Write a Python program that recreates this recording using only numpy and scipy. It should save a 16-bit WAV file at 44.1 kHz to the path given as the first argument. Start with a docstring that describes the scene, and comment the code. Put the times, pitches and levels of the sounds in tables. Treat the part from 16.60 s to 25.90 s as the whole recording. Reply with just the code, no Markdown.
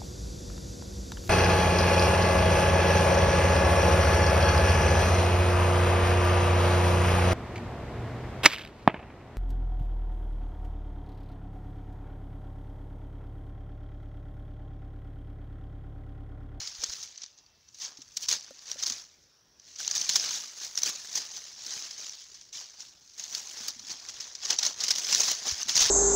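"""In dead brush, close to a small microphone, a hand pushes through dry leaves and stems.
Leaves rustle in uneven spells of filtered noise, crackle and short rings; twigs snap as noisy, jerky
cracks and leaf edges split in bright noise bursts, all coloured by a microphone port strongest near 6 kHz.
Stems knock as sagging sines and the hand-held housing gives soft low bumps. Behind it lie unsteady
air noise and one faint tone. Both channels carry the same sound."""
import sys
import numpy as np
from scipy import signal
from scipy.fft import rfft, irfft, next_fast_len
from scipy.io import wavfile
from scipy.ndimage import uniform_filter1d, map_coordinates

SR = 44100
rng = np.random.default_rng(int(sys.argv[2]) if len(sys.argv) > 2 else 0)


def int16_out(signal):
    """Quantize to a 16-bit WAV file."""
    q = np.round(np.clip(np.atleast_2d(signal).T, -1, 1) * 32767)
    wavfile.write(sys.argv[1], SR, q.astype(np.int16))


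def decibels_to_gain(level_db):
    """Convert a level in decibels to a linear amplitude gain (20 dB per decade)."""
    exponent = np.asarray(level_db, float) / 20
    return 10 ** exponent


N = 410130  # length in samples

# Quiet outdoor air. Each row: frequency in Hz, relative gain in dB.
AIR_COLOUR = [(30, -24), (50, -5.5), (80, -4.5), (200, -11), (440, -12.5), (900, -16), (2200, -17),
              (3100, -18), (4200, -17.5), (5900, -6), (6800, -36.5), (8100, -33.5), (13000, -35.5),
              (15000, -26)]
# The hand resting in the brush. Each row: time in seconds, rustle level in dB, stem share in dB,
# crispness in dB.
RESTING_HAND = [(0, -64, 2.5, -11.5), (0.44, -47, 0.5, -3.5), (0.72, -66, -2.5, -42), (0.94, -70, 13, -23),
                (1.11, -62, -15, -5), (1.33, -58.5, 11.5, -11), (1.53, -58.5, -1, 1), (1.81, -48.5, 4, -7),
                (1.97, -54.5, 4, -6.5), (2.51, -62, 3, -6.5), (2.81, -72, -5.5, -2.5),
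                (3.04, -77, -1, -11.5), (3.5, -42, 2, -4.5), (3.94, -49, 4.5, -1), (4.4, -42, 4, -2.5),
                (4.9, -49, 3.5, -3.5), (5.4, -75, 1, -9.5), (5.9, -80, -0.5, -8), (6.1, -54.5, 3, -8),
                (6.47, -63, 0.5, -3), (6.86, -55, 5, -1.5), (7.79, -61, 4.5, -10.5),
                (8.16, -56.5, 5.5, -8.5), (8.41, -36, 3, -1.5), (9.06, -43, 4.5, -5.5), (9.3, -25, 3, -4.5)]
# Strokes of the hand. Each row: time of full strength in seconds, rustle level in dB, swell in seconds,
# hold in seconds, release in seconds.
HAND_STROKES = [(0, -36.5, 0.086, 0.015, 0.27), (0.218, -39, 0.068, 0.11, 0.23),
                (0.623, -50.5, 0.084, 0, 0.18), (1.225, -32, 0.041, 0, 0.088),
                (1.631, -33.5, 0.042, 0, 0.053), (1.71, -26.5, 0.018, 0.021, 0.061),
                (2.099, -39.5, 0.093, 0, 0.14), (2.191, -39, 0.016, 0.15, 0.14),
                (3.082, -51.5, 0.078, 0, .2), (3.199, -37, 0.03, 0.12, 0.26), (3.398, -33, 0.23, 0.05, 0.2),
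                (3.512, -31, 0.05, 0.25, 0.12), (4.035, -36.5, 0.089, 0.023, 0.043),
                (4.19, -45, 0.043, 0.034, 0.18), (4.271, -26.5, 0.06, 0.0056, 0.078),
                (4.574, -29.5, 0.075, 0, 0.11), (4.78, -38.5, 0.084, 0, 0.055),
                (5.133, -34, 0.2, 0.041, 0.28), (5.38, -42, 0.02, 0.085, 0.43),
                (5.75, -54.5, 0.026, 0.03, 0.23), (5.947, -38, 0.02, 0.036, 0.12),
                (6.214, -45, 0.062, 0, 0.12), (6.583, -43.5, 0.012, 0.06, 0.31),
                (6.756, -36.5, 0.1, 0.019, 0.099), (7.089, -37.5, 0.48, 0, 0.059),
                (7.317, -33.5, 0.061, 0, 0.05), (7.628, -43.5, 1, 0.022, 0.32),
                (7.832, -34, 0.037, 0.022, 0.13), (7.907, -26, 0.044, 0.023, 0.039),
                (8.051, -28, 0.081, 0.028, 0.074), (8.202, -32.5, 0.048, 0.057, 0.45),
                (8.528, -18, 0.019, 0, 0.02), (8.516, -26, 0.2, 0.2, 0.095),
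                (8.602, -21.5, 0.014, 0.011, 0.03), (8.87, -26.5, 0.057, 0.022, 0.043),
                (9.029, -30.5, 0.18, 0, 0.017), (9.089, -25, 0.012, 0.012, 0.066),
                (9.17, -26, 0.068, 0, 0.19), (9.224, -16, 0.053, 0, 0.095)]
# Leaves as the microphone port colours them. Each row: frequency in Hz, relative gain in dB.
PORT_COLOUR = [(59, -46), (100, -24.5), (219, -21), (424, -21), (768, -16.5), (1420, -14.5), (1760, -11.5),
               (2520, -12.5), (4980, 0.5), (6290, 4), (6700, 0.5), (8280, -17), (13900, -28),
               (14700, -19.5), (16000, -15.5)]
# Twig and leaf fractures. Each row: time of the crack in seconds, nominal level in dB, pitch in Hz,
# time in seconds for the fibres to fall by 60 dB.
TWIG_SNAPS = [(0.0735, -19, 4770, 0.031), (0.2382, -9, 8000, 0.0053), (0.2413, -13.5, 6470, 0.0071),
              (0.4279, -25.5, 5430, 0.042), (0.577, -29, 6200, 0.034), (0.618, -28.5, 5970, 0.053),
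              (0.6347, -25, 5850, 0.026), (0.662, -34, 6000, 0.023), (0.7763, -46, 6250, 0.087),
              (0.863, -39.5, 4600, 0.013), (1.0875, -40.5, 5890, 0.018), (1.1448, -36, 6400, 0.044),
              (1.2485, -22.5, 6060, 0.019), (1.3718, -31.5, 5400, 0.034), (1.418, -29.5, 5580, 0.028),
              (1.5692, -15.5, 5630, 0.03), (1.6845, -18, 6140, 0.095), (1.713, -12.5, 5660, 0.017),
              (1.7269, -9.5, 6600, 0.0083), (1.9915, -30, 4640, 0.01), (2.1152, -15.5, 5740, 0.016),
              (2.226, -18.5, 5930, 0.041), (2.2355, -12, 6220, 0.012), (2.262, -17.5, 5350, 0.085),
              (2.2984, -15, 6700, 0.035), (2.3222, -19, 6640, 0.029), (2.9974, -36.5, 6000, 0.019),
              (3.16, -30, 5870, 0.033), (3.187, -25, 6640, 0.035), (3.264, -22, 6560, 0.015),
              (3.2778, -13, 6680, 0.0094), (3.3118, -13.5, 6550, 0.022), (3.3523, -13, 6800, 0.02),
              (3.3596, -15.5, 6000, 0.059), (3.379, -15.5, 6370, 0.013), (3.4132, -16.5, 6200, 0.037),
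              (3.492, -10, 4300, 0.036), (3.5569, -6.5, 5490, 0.035), (3.69, -17, 4240, 0.02),
              (4.048, -24, 5900, 0.025), (4.155, -23, 6030, 0.015), (4.1755, -10.5, 5600, 0.013),
              (4.184, -19, 6600, 0.043), (4.2193, -20, 6050, 0.021), (4.233, -8.5, 5990, 0.023),
              (4.2604, -17.5, 6700, 0.03), (4.5539, -16, 6500, 0.055), (4.575, -15, 4970, 0.026),
              (4.764, -26, 6200, 0.02), (5.0645, -22, 5270, 0.028), (5.3097, -23, 4940, 0.029),
              (5.4948, -24.5, 5940, 0.013), (5.743, -34.5, 5600, 0.063), (5.812, -33, 6000, 0.037),
              (5.891, -38.5, 4700, 0.02), (5.9284, -30, 5970, 0.045), (6.2045, -26.5, 5770, 0.025),
              (6.536, -40, 5500, 0.064), (6.5959, -23, 6600, 0.031), (6.639, -23, 6400, 0.015),
              (6.7499, -12.5, 4500, 0.017), (7.0833, -15, 4800, 0.031), (7.1943, -26, 4280, 0.024),
              (7.487, -23, 5750, 0.062), (7.6026, -25, 5500, 0.078), (7.7509, -25, 4930, 0.03),
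              (7.852, -17, 5300, 0.028), (7.904, -8.5, 5140, 0.03), (7.9873, -10, 5800, 0.034),
              (8.0285, -15, 5340, 0.064), (8.0512, -11.5, 5520, 0.033), (8.0641, -10, 6300, 0.02),
              (8.2044, -18, 5100, 0.04), (8.237, -11.5, 6900, 0.041), (8.2823, -12, 5100, 0.035),
              (8.306, -9, 5270, 0.038), (8.3137, -9.5, 4880, 0.013), (8.3533, -16.5, 5200, 0.038),
              (8.3827, -15, 6450, 0.034), (8.5482, -4, 5860, 0.006), (8.634, -13.5, 5540, 0.033),
              (8.7172, -23, 5830, 0.037), (8.911, -16.5, 5200, 0.055), (9.015, -17.5, 5300, 0.013),
              (9.0305, -19.5, 6100, 0.012), (9.0857, -11, 5670, 0.017), (9.0944, -8, 4800, 0.014),
              (9.1546, -9, 6670, 0.03), (9.166, -6.5, 5500, 0.044), (9.1773, -5.5, 4630, 0.02),
              (9.203, -14, 6600, 0.12), (9.2597, -13.5, 5460, 0.024)]
# Bumps on the housing. Each row: start in seconds, nominal level in dB, pitch in Hz.
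HOUSING_BUMPS = [(0.188, -50.5, 56.1), (0.289, -48, 54.3), (8.921, -38.5, 77.5), (9.155, -46, 122),
                 (9.21, -39.5, 45.2), (9.25, -43, 100)]
# Stems knocking together. Each row: start in seconds, nominal level in dB, pitch at the strike in Hz.
STEM_KNOCKS = [(0.23, -36.5, 520), (1.389, -43, 292), (1.908, -34, 563), (2.158, -38, 570),
               (2.304, -40.5, 254), (3.203, -24.5, 1580), (5.718, -54, 400), (6.911, -58, 261),
               (6.971, -52, 330), (7.006, -46.5, 244), (7.041, -58, 206), (7.1, -57, 260),
               (7.163, -49, 252), (7.183, -59, 210), (7.205, -51.5, 230), (7.235, -49.5, 290),
               (7.296, -47, 332), (7.344, -52, 278), (8.598, -30.5, 610), (9.057, -43.5, 237)]
# A faint far tone. The one row: start in seconds, end in seconds, centre pitch in Hz, centre level in dB.
FAR_TONE = (0.3, 1.5, 2677, -78)
# Thin leaf edges splitting. Each row: start in seconds, nominal level in dB.
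EDGE_SPLITS = [(3.203, -37), (4.2936, -29), (7.082, -28), (8.715, -26), (9.204, -28)]

AIR_DB = -66
STEM_HZ, CRISP_HZ = 1880, 7460  # stems speak below the first, thin leaf edges above the second
STROKE_RANGE_DB = 20  # the level change over a swell or a release
CRISPER_PER_DB = 0.11  # leaf edges brighten as a stroke rises over the resting hand
APART_DB = -53  # at this rustle level single crackles stand most apart
SNAP_CRISPER_PER_DB = 0.13  # harder fractures reach higher
CREAK_DB, CREAK_S = -18.5, 0.0018  # the piece creaks just before it breaks
KNOCK_SAG, SAG_S = 0.19, 0.028  # the pitch of a struck stem sags by this share, with this time constant
TOP_HZ = 15700


def unit(x):
    """x at an rms of one."""
    return x / np.sqrt(np.mean(x ** 2) + 1e-20)


def curves(rows):
    """One value per sample for each column after the time."""
    s, *columns = np.transpose(rows)
    return [np.interp(np.arange(N) / SR, s, column) for column in columns]


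def wobble(rate):
    """A smooth random curve, rate knots a second."""
    knots = rng.standard_normal(int(N * rate / SR) + 4)
    return map_coordinates(knots, [np.arange(N) * rate / SR])


def place(out, s, sound):
    """Adds a sound to out, starting s seconds in."""
    out[round(s * SR):][:len(sound)] += sound


def coloured(x, points):
    """x through the causal, minimum-phase filter whose gain follows the (Hz, dB) points."""
    m = 2 * next_fast_len(N // 2 + 4096)
    hz, db = np.transpose(points)
    bins_hz = np.fft.rfftfreq(m, 1 / SR)
    gain_db = np.interp(np.log(bins_hz + 1), np.log(hz), db)
    cepstrum = irfft(np.log(decibels_to_gain(gain_db) + 1e-6), m)
    # fold the cepstrum onto positive time
    cepstrum[1:m // 2] *= 2
    cepstrum[m // 2 + 1:] = 0
    return irfft(rfft(x, m) * np.exp(rfft(cepstrum)), m)[:N]


def three_bands(x):
    """x split into stem, leaf and crisp ranges that add up to x."""
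    spectrum, hz = rfft(x), np.fft.rfftfreq(len(x), 1 / SR)
    low = 1 / (1 + (hz / STEM_HZ) ** 4)
    high = 1 / (1 + (CRISP_HZ / (hz + 1)) ** 6)
    return irfft(spectrum * [low, 1 - low - high, high], len(x))


def patchy(n, depth_db, size=6):
    """Noise whose narrow bands swell and fade at random; size smooths it over time frames."""
    z = signal.stft(rng.standard_normal(n), nperseg=256)[2]
    field = uniform_filter1d(rng.standard_normal(z.shape), size=2, axis=0)
    field = uniform_filter1d(field, size=size, axis=1)
    noise = signal.istft(z * decibels_to_gain(depth_db * unit(field)), nperseg=256)[1]
    return unit(noise[:n])


def air():
    """Far hiss and rumble: coloured noise, gently unsteady in level."""
    noise = coloured(patchy(N, depth_db=2.5, size=40), AIR_COLOUR)
    return decibels_to_gain(AIR_DB + 1.2 * wobble(3.8)) * unit(noise)


def push():
    """Rustle level, stem share and crispness in dB: strokes swell, hold and release over the resting hand."""
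    rest_db, stem_db, crisp_db = curves(RESTING_HAND)
    t = np.arange(N) / SR
    power = decibels_to_gain(2 * rest_db)
    for s, db, swell, hold, release in HAND_STROKES:
        # zero during the hold, one a full swell before it or a full release after it
        away = np.maximum((s - t) / swell, (t - s - hold) / release)
        power = power + decibels_to_gain(2 * (db - STROKE_RANGE_DB * np.maximum(away, 0)))
    level_db = 10 * np.log10(power)
    return level_db, stem_db, crisp_db + CRISPER_PER_DB * (level_db - rest_db)


def fade(x, t60):
    """Every impulse of x dies away exponentially, by 60 dB in t60 seconds."""
    return signal.lfilter([1], [1, -decibels_to_gain(-60 / (t60 * SR))], x)


def crackle(count, spread_db, colour_db, t60):
    """Envelopes of random fractures in the three ranges; a few are larger, each has its own colour."""
    draw = rng.random((count, 2))
    at = (draw[:, 0] * N).astype(int)
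    size_db = np.minimum(-spread_db * np.log(1 - draw[:, 1]), 9)
    sizes = decibels_to_gain(size_db[:, None] + colour_db * rng.standard_normal((count, 3)))
    impulses = np.array([np.bincount(at, s, N) for s in sizes.T])
    return fade(fade(impulses, t60), t60 / 5)  # each swells, then dies


def rings(count, low_hz, high_hz, cycles, spread_db):
    """Curled leaves and thin stems ring for a few cycles when flicked."""
    draw, k = rng.random((count, 3)), np.arange(1400)
    hz = low_hz * (high_hz / low_hz) ** draw[:, 1:2]
    size = decibels_to_gain(np.minimum(-spread_db * np.log(1 - draw[:, 2:]), 14))
    life = k * hz / SR / cycles
    at = (draw[:, :1] * N).astype(int) + k
    sound = size * life * np.exp(-life) * np.sin(2 * np.pi * hz * k / SR)
    return unit(np.bincount(at.ravel(), sound.ravel(), N + len(k))[:N])


def rustle(level_db, stem_db, crisp_db):
    """Leaves rub in clumps: a sliding hiss, fine crackle and short rings of leaves and stems."""
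    crisp_db = np.minimum(crisp_db, 5)  # a ceiling on the leaf edges
    fine = unit(crackle(count=12000, spread_db=4.5, colour_db=5, t60=0.007))
    ticks = unit(crackle(count=4000, spread_db=8, colour_db=6, t60=0.0012))
    # little breaks at rest; hard strokes merge the crackle
    busy = 0.71 + np.exp(-((level_db - APART_DB) / 16) ** 2)
    slide = decibels_to_gain(1.8 * np.array([wobble(45), wobble(45), wobble(45)]))
    envelopes = unit(0.7 * slide + busy * (0.7 * fine + 0.31 * ticks))
    rubbing = envelopes * three_bands(patchy(N, depth_db=2.5, size=7))
    shares = decibels_to_gain(np.array([stem_db, 0 * stem_db, crisp_db]))
    leaves = 0.22 * rings(count=5000, low_hz=2210, high_hz=9190, cycles=5, spread_db=3.5)
    stems = 0.08 * decibels_to_gain(stem_db) * rings(count=700, low_hz=300.6, high_hz=2517, cycles=7, spread_db=1)
    return decibels_to_gain(level_db) * ((shares * rubbing).sum(0) + leaves + stems)


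def snaps(crisp_db):
    """A piece creaks, cracks in two modes, then its fibres let go in jerks, coloured by its resonances."""
    out, t = np.zeros(N + SR), np.arange(SR // 8) / SR
    lead = SR // 50  # samples of creak ahead of the crack
    lower_ratios = 0.598 + 0.218 * rng.random(len(TWIG_SNAPS))
    for (s, db, hz, t60), lower in zip(TWIG_SNAPS, lower_ratios):
        heft = decibels_to_gain(0.22 * db)  # thicker pieces break louder and with more body
        modes = 1.12 * np.sin(2 * np.pi * hz * t) + heft * np.sin(2 * np.pi * lower * hz * t)
        jerks = decibels_to_gain(3.43 * map_coordinates(rng.standard_normal(100), [t * 700]))
        low, leaf, crisp = three_bands(patchy(len(t), depth_db=1.5))
        edge = decibels_to_gain(crisp_db[round(s * SR)] + 3.5 + SNAP_CRISPER_PER_DB * db)
        piece = (1.3 * heft * low + leaf + edge * crisp) / np.std(leaf[:SR // 200])
        crack_shape = decibels_to_gain(-60 * t / min(0.007, t60)) * (1 - np.exp(-t / 0.00096))
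        crack = crack_shape * (modes + 0.3 * piece)
        fibres = decibels_to_gain(-60 * t / t60) * (1 - np.exp(-t / 0.0054)) * jerks * piece
        creak = decibels_to_gain(CREAK_DB) * np.exp(-t[lead:0:-1] / CREAK_S) * piece[-lead:]
        place(out, s - lead / SR, decibels_to_gain(db - 3.5) * np.append(creak, crack + 0.51 * fibres))
    return out[:N]


def bumps():
    """The housing gives one or two soft low swings: a sine that swells and dies within milliseconds."""
    out, t = np.zeros(N + SR), np.arange(SR // 8) / SR
    rise = t / 0.0058
    for s, db, hz in HOUSING_BUMPS:
        place(out, s, decibels_to_gain(db + 8) * rise * np.exp(-rise) * np.sin(2 * np.pi * hz * t))
    return out[:N]


def knocks():
    """Thick stems ring in one low mode and a weaker overtone; thin ones die sooner."""
    out, t = np.zeros(N + SR), np.arange(SR // 4) / SR
    for s, db, hz in STEM_KNOCKS:
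        turns = np.cumsum(hz * (1 - KNOCK_SAG * (1 - np.exp(-t / SAG_S)))) / SR
        decay_db = 60 * t * hz / 18  # 60 dB in 18 cycles of the struck pitch
        mode = (1 - np.exp(-t / 0.0008)) * np.sin(2 * np.pi * turns)
        overtone = 0.51 * decibels_to_gain(-60 * t / 0.0089) * np.sin(2 * np.pi * 2.6 * hz * t)
        # the branch below: an octave down, dying half as fast
        branch = 0.23 * (1 - np.exp(-t / 0.003)) * decibels_to_gain(decay_db / 2) * np.sin(np.pi * turns)
        contact = 0.22 * decibels_to_gain(-60 * t / 0.009) * rng.standard_normal(len(t))
        place(out, s, decibels_to_gain(db - 3.5 - decay_db) * (mode + overtone + branch + contact))
    return out[:N]


def thin_tone():
    """One soft swell of a sine, unsteady in pitch and level."""
    start, end, hz, db = FAR_TONE
    progress = np.clip((np.arange(N) / SR - start) / (end - start), 0, 1)
    swell = np.sin(np.pi * progress) ** 0.5
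    turns = np.cumsum(hz + 30 * wobble(25)) / SR
    return decibels_to_gain(db + 3 * wobble(30)) * swell * np.sin(2 * np.pi * turns)


def splits():
    """A leaf edge gives a short burst of noise in the crisp range alone."""
    out, t = np.zeros(N + SR), np.arange(SR // 20) / SR
    for s, db in EDGE_SPLITS:
        crisp = unit(three_bands(rng.standard_normal(len(t)))[2])
        place(out, s, decibels_to_gain(db + 11 - 60 * t / 0.018) * crisp)
    return out[:N]


def scene():
    """Rustle, snaps and splits pass the port; the other layers join after it, alike in both channels."""
    port_gain = np.std(coloured(rng.standard_normal(N), PORT_COLOUR))
    level_db, stem_db, crisp_db = push()
    leaves_and_twigs = rustle(level_db, stem_db, crisp_db) + snaps(crisp_db) + splits()
    brush = coloured(leaves_and_twigs, PORT_COLOUR) / port_gain
    return np.tile(brush + air() + bumps() + knocks() + thin_tone(), (2, 1))


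def band_limit(x):
    """A steep low-pass at the top of the band."""
    return signal.sosfilt(signal.butter(12, 16810, fs=SR, output="sos"), x)


def record(dry):
    """A steep band limit takes off the extreme treble."""
    below_top = np.fft.rfftfreq(N, 1 / SR) < TOP_HZ
    mix = irfft(rfft(dry) * below_top, N)
    return band_limit(mix)


dry = scene()
out = record(dry)
int16_out(out)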